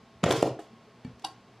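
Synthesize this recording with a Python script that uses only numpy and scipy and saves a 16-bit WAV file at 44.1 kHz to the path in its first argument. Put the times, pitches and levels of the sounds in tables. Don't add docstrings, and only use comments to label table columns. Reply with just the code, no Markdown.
import sys
import numpy as np
from scipy import signal
from scipy.fft import rfft, irfft
from scipy.io import wavfile
from scipy.ndimage import uniform_filter1d

SR = 44100
rng = np.random.default_rng(int(sys.argv[2]) if len(sys.argv) > 2 else 0)


def waveform_to_disk(signal):
    frames = np.transpose(np.atleast_2d(signal))
    scaled = np.clip(frames, -1, 1) * 32767
    samples = np.round(scaled).astype(np.int16)
    wavfile.write(sys.argv[1], SR, samples)


N = 70560
TIME = np.arange(N) / SR


def from_db(db):
    return 10 ** (np.asarray(db) / 20)


def rms_one(x):
    return x / np.sqrt(np.mean(x ** 2) + 1e-20)


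def at_hz(points, hz):
    f, value = np.transpose(points)
    return np.interp(np.log(np.maximum(hz, 1)), np.log(f), value)


def butter(x, hz, kind, order=2):
    sections = signal.butter(order, np.minimum(hz, .49 * SR), kind, fs=SR, output="sos")
    return signal.sosfilt(sections, x)


def convolve(x, response):
    return signal.fftconvolve(x, response)[:N]


def colour(x, spectrum, size=4096):
    gains = from_db(at_hz(spectrum, np.fft.rfftfreq(size, 1 / SR)))
    cepstrum = irfft(np.log(gains))
    cepstrum[1:size // 2] *= 2
    cepstrum[size // 2 + 1:] = 0
    response = irfft(np.exp(rfft(cepstrum)))
    return convolve(x, response / np.linalg.norm(response))


def click(at_s):
    return (np.arange(N) == int(at_s * SR)) + 1e-18


def ring(x, modes):
    out = np.zeros(N)
    for k, (hz, db, t60) in enumerate(modes):
        radius, angle = from_db(-60 / (t60 * SR)), 2 * np.pi * hz / SR
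        poles = [1, -2 * radius * np.cos(angle), radius * radius]
        out += (-1) ** k * from_db(db) * signal.lfilter([0, np.sin(angle)], poles, x + 1e-18)
    return out


def swings(rows, rise):
    out = np.zeros(N)
    for at_s, db, hz, decay_cycles in rows:
        cycles = (TIME - at_s) * hz
        fade = np.maximum(cycles, -cycles / rise) / decay_cycles
        out += from_db(db) * np.sin(2 * np.pi * cycles) * np.exp(-np.minimum(fade, 50))
    return out


def air_conditioner(rush_db=-57, waver_depth=0.44, waver_hz=6.1):
    # f/Hz, relative level/dB
    rush_eq = [(25, -22), (45, -11), (65, -10), (115, -7.5), (200, 0.5), (320, -8.5), (420, -4), (520, -11),
               (670, -8.5), (950, -12.5), (1200, -13.5), (1700, -17.5), (2300, -18), (4800, -24.5),
               (8000, -36), (13900, -49.5)]
    # f/Hz, rms level/dB
    motor_tones = [(119, -64.5), (176, -76), (238, -68.5), (665, -70.5), (856, -75.5), (1083, -69)]
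    out = from_db(rush_db) * colour(rng.standard_normal(N), rush_eq)
    for hz, db in motor_tones:
        waver = rms_one(butter(rng.standard_normal(2 * N), waver_hz, "low")[N:])
        tone = np.sin(2 * np.pi * (hz * TIME + rng.random()))
        out += from_db(db) * rms_one((1 + waver_depth * waver) * tone)
    return out


def room(send, predelay_s=0.00088, build_s=0.0042, hold_s=0.05):
    # f/Hz, level/dB
    tail_eq = [(50, 0), (130, 0.5), (250, -2), (500, -0.5), (720, 0), (1000, -6.5), (1400, 0), (3000, -4),
               (6000, -0.5), (10000, -13.5), (13000, -5.5)]
    # f/Hz, t60/s
    tail_t60 = [(60, 0.19), (150, 0.3), (600, 0.28), (2000, 0.27), (5000, 0.26), (13000, 0.074)]
    edges_hz = np.geomspace(40, 16000, 14)
    white, response = rng.standard_normal((2, N)), np.zeros(N)
    build = 1 - np.exp(-np.maximum(TIME - predelay_s, 0) / build_s)
    for k, (low, high) in enumerate(zip(edges_hz, edges_hz[1:])):
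        hz = np.sqrt(low * high)
        decay = from_db(-60 * np.maximum(TIME - hold_s, 0) / at_hz(tail_t60, hz))
        tail = butter(white[k % 2], [low, high], "band") * build * decay
        gain = from_db(at_hz(tail_eq, hz)) * np.sqrt(2 * (high - low) / SR)
        response += gain * tail / np.linalg.norm(tail)
    return convolve(send, response)


def stereo_room(direct, send, width_db=-4.5, wide_above_hz=4670, scatter_s=.003):
    mid = direct + room(send) + air_conditioner()
    scatter = rng.standard_normal(N) * np.exp(-np.minimum(TIME / scatter_s, 50))
    diffuse = convolve(direct, scatter / np.linalg.norm(scatter)) + room(send) + air_conditioner()
    side = from_db(width_db) * butter(diffuse, wide_above_hz, "high", order=16)
    return np.array([mid + side, mid - side])


def ball_bumps():
    # t/s, level/dB, f/Hz, decay/cycles
    contacts = [(.16, -54, 75, 1), (.256, -24.5, 104, 0.61), (.303, -29.5, 100, 1.1),
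                (.335, -25.5, 130, 1.64), (.385, -28.5, 129, 2), (.46, -32.5, 129, 3.6),
                (.515, -31.5, 126, 1.8), (.735, -45.5, 230, 4.8), (.885, -51.5, 436, 8.5),
                (1.0508, -26, 158, 0.43), (1.0592, -33.5, 242, 2.2), (1.0785, -32, 146, 0.64),
                (1.101, -40.5, 126, 1.4), (1.135, -49.5, 71, 1.1)]
    # f/Hz, level/dB, t60/s
    ball_modes = [(252, -46, 0.31), (1786, -54, 0.11), (2310, -57, 0.13), (2840, -63, 0.13),
                  (3300, -60, .06), (4450, -53.5, 0.055)]
    return swings(contacts, rise=0.59) + ring(click(at_s=1.0478), ball_modes)


def box_drop():
    # f/Hz, level/dB, t60/s
    box_modes = [(317.4, -36, 0.16), (415, -38.5, 0.11), (503, -43, .07), (701, -35, 0.086),
                 (810, -41, 0.1), (1234, -46, 0.043), (1720, -44.5, 0.036)]
    return ring(click(at_s=.5897), box_modes)


def flap_snap(click_gain_db=5.5, jitter_s=.00003, grit_db=-30, grit_decay_s=0.022):
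    # t/s, relative level/dB, low-pass f/Hz
    slips = [(1.23877, -17.5, 1200), (1.2426, -7.5, 2500), (1.24498, -7, 5600), (1.2463, -5, 5970),
             (1.2475, -5.5, 9100), (1.2487, -4, 13900), (1.2501, -10.5, 10000)]
    # f/Hz, level/dB, t60/s
    flap_modes = [(321, -44.5, 0.11), (754.5, -45, 0.16), (755, -31.5, 0.041), (1012, -32, 0.036),
                  (1072, -52, 0.35), (1084, -50, 0.34), (1466, -46, 0.033), (1580, -58.5, .15),
                  (1930, -57.5, 0.12), (2835, -38, 0.037), (3330, -32, 0.0053), (3890, -37, 0.022),
                  (4450, -33.5, 0.02), (4770, -27, 0.007), (5900, -46.5, 0.031), (7700, -33.5, 0.0022),
                  (9517, -33, 0.0029), (10700, -38, 0.0052), (12465, -42, 0.0016)]
    clicks, rasp = np.zeros(N), np.zeros(N)
    for at_s, db, cutoff_hz in slips:
        slip = click(at_s + jitter_s * rng.normal())
        clicks += from_db(db + click_gain_db) * butter(slip, cutoff_hz, "low")
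        rasp += from_db(db) * (TIME > at_s) * np.exp(-np.clip((TIME - at_s) / grit_decay_s, 0, 50))
    grit = from_db(grit_db) * rasp / rasp.max() * rng.standard_normal(N)
    return ring(clicks + grit, flap_modes)


def crease_crackle(fibres_per_s=7000, spread_db=3, attack_s=0.00084, shelf_hz=4970):
    # t/s, level/dB, decay/s, treble shelf/dB
    bursts = [(0.233, -29, 0.0092, -21), (0.2395, -18.5, 0.0037, -2), (0.26, -27.5, 0.02, -23),
              (0.291, -45, 0.017, 17), (0.3067, -28, 0.0047, 4), (0.3106, -21.5, 0.0015, 3),
              (0.317, -32, 0.0071, 10.5), (0.3253, -30, 0.0016, 13), (.335, -62, 0.009, 2),
              (.364, -44.5, 0.027, 17.5), (0.393, -50, 0.0066, 9), (0.411, -51.5, 0.0045, 19),
              (0.4265, -26, 0.0038, 8), (.466, -46.5, .03, 1), (0.5927, -51, 0.021, 8),
              (0.618, -64, 0.012, 8), (1.048, -46.5, 0.0038, 0), (1.065, -56, 0.013, -8),
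              (1.196, -51.5, 0.0034, 6.5), (1.2225, -51, 0.0036, 7), (1.242, -51, 0.0025, 5),
              (1.265, -47, 0.0054, 12), (1.283, -49, 0.0023, 4)]
    # f/Hz, relative level/dB
    cardboard_eq = [(100, -13), (400, 10.5), (720, 10), (900, 4), (1250, 0.5), (1700, 0), (2400, -3.5),
                    (3200, -2), (4300, -10), (5800, -11.5), (7500, -12), (10000, -20.5), (14000, -31)]
    # f/Hz, level/dB, t60/s
    crease_modes = [(1421, -51.5, 0.19), (1840, -61, 0.21), (2920, -61, 0.15), (4760, -49.5, 0.074),
                    (7450, -57, 0.12)]
    sizes = from_db(spread_db * np.minimum(rng.exponential(1, N), 4)) * rng.choice([-1, 1], N)
    clicks = sizes * (rng.random(N) < fibres_per_s / SR)
    clicks /= np.sqrt(np.abs(uniform_filter1d(clicks ** 2, size=200)) + 1e-6)
    fibres = colour(clicks, cardboard_eq)
    dull = butter(fibres, shelf_hz, "low", order=1)
    treble = fibres - dull
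    crackle = np.zeros(N)
    for at_s, db, decay_s, treble_db in bursts:
        age = TIME - at_s
        fade = np.maximum(-age / attack_s, age / decay_s)
        envelope = np.exp(-np.minimum(fade, 50))
        crackle += from_db(db) * envelope * (dull + from_db(treble_db) * treble)
    return crackle + ring(crackle, crease_modes)


def body_ring(thumps, gain_db=-25.5):
    # f/Hz, relative level/dB, t60/s
    body_modes = [(102, -52, 0.56), (135.7, -43, 0.4), (176.9, -29, 0.36), (272.5, -44, 0.42),
                  (320.2, -32, 0.44), (366.6, -44, .5), (410, -36, 0.41), (447.4, -35.5, 0.43),
                  (521, -39.5, 0.47), (566.4, -36, 0.26), (642, -37, 0.25), (678, -34.5, 0.48),
                  (751, -30.5, 0.39), (841, -34, 0.16), (978, -37, 0.42), (1134, -37, 0.37),
                  (1182, -37, 0.3), (1254, -31, 0.38)]
    return from_db(gain_db) * ring(thumps, body_modes)


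def panel_thumps():
    # t/s, level/dB, f/Hz, decay/cycles
    hits = [(.2356, -20.5, 434, 0.55), (.2399, -12, 191.4, 0.65), (.2408, -13, 544, 0.61),
            (.2397, -14.5, 1213, 1.27), (.2405, -26, 7090, 6.7), (.2655, -11, 513, 0.72),
            (.2864, -14.5, 420, 0.5), (.2907, -14, 580, 0.56), (.3084, -9.5, 380, 0.42),
            (.3115, -18.5, 3420, 3), (.3253, -19.5, 1067, 2.4), (.3660, -22.5, 445, 1.3),
            (.412, -36, 4900, 12), (.4287, -2.5, 532, 0.41), (.4287, -16.5, 274, 0.45),
            (.4288, -26.5, 3080, 1.8)]
    return swings(hits, rise=0.78)


def scene():
    thumps = panel_thumps()
    # sound, reverb send/dB
    layers = [(thumps, -3.5), (box_drop(), -22), (ball_bumps(), -17),
              (crease_crackle(), 0), (flap_snap(), -15.5)]
    direct = body_ring(thumps) + sum(sound for sound, _ in layers)
    send = sum(from_db(send_db) * sound for sound, send_db in layers)
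    return stereo_room(direct, send)


def record(dry, low_cut_hz=43.5, high_cut_hz=13900):
    thin = butter(dry, low_cut_hz, "high")
    return signal.sosfilt(signal.ellip(10, .3, 70, high_cut_hz, fs=SR, output="sos"), thin)


dry = scene()
out = record(dry)
waveform_to_disk(out)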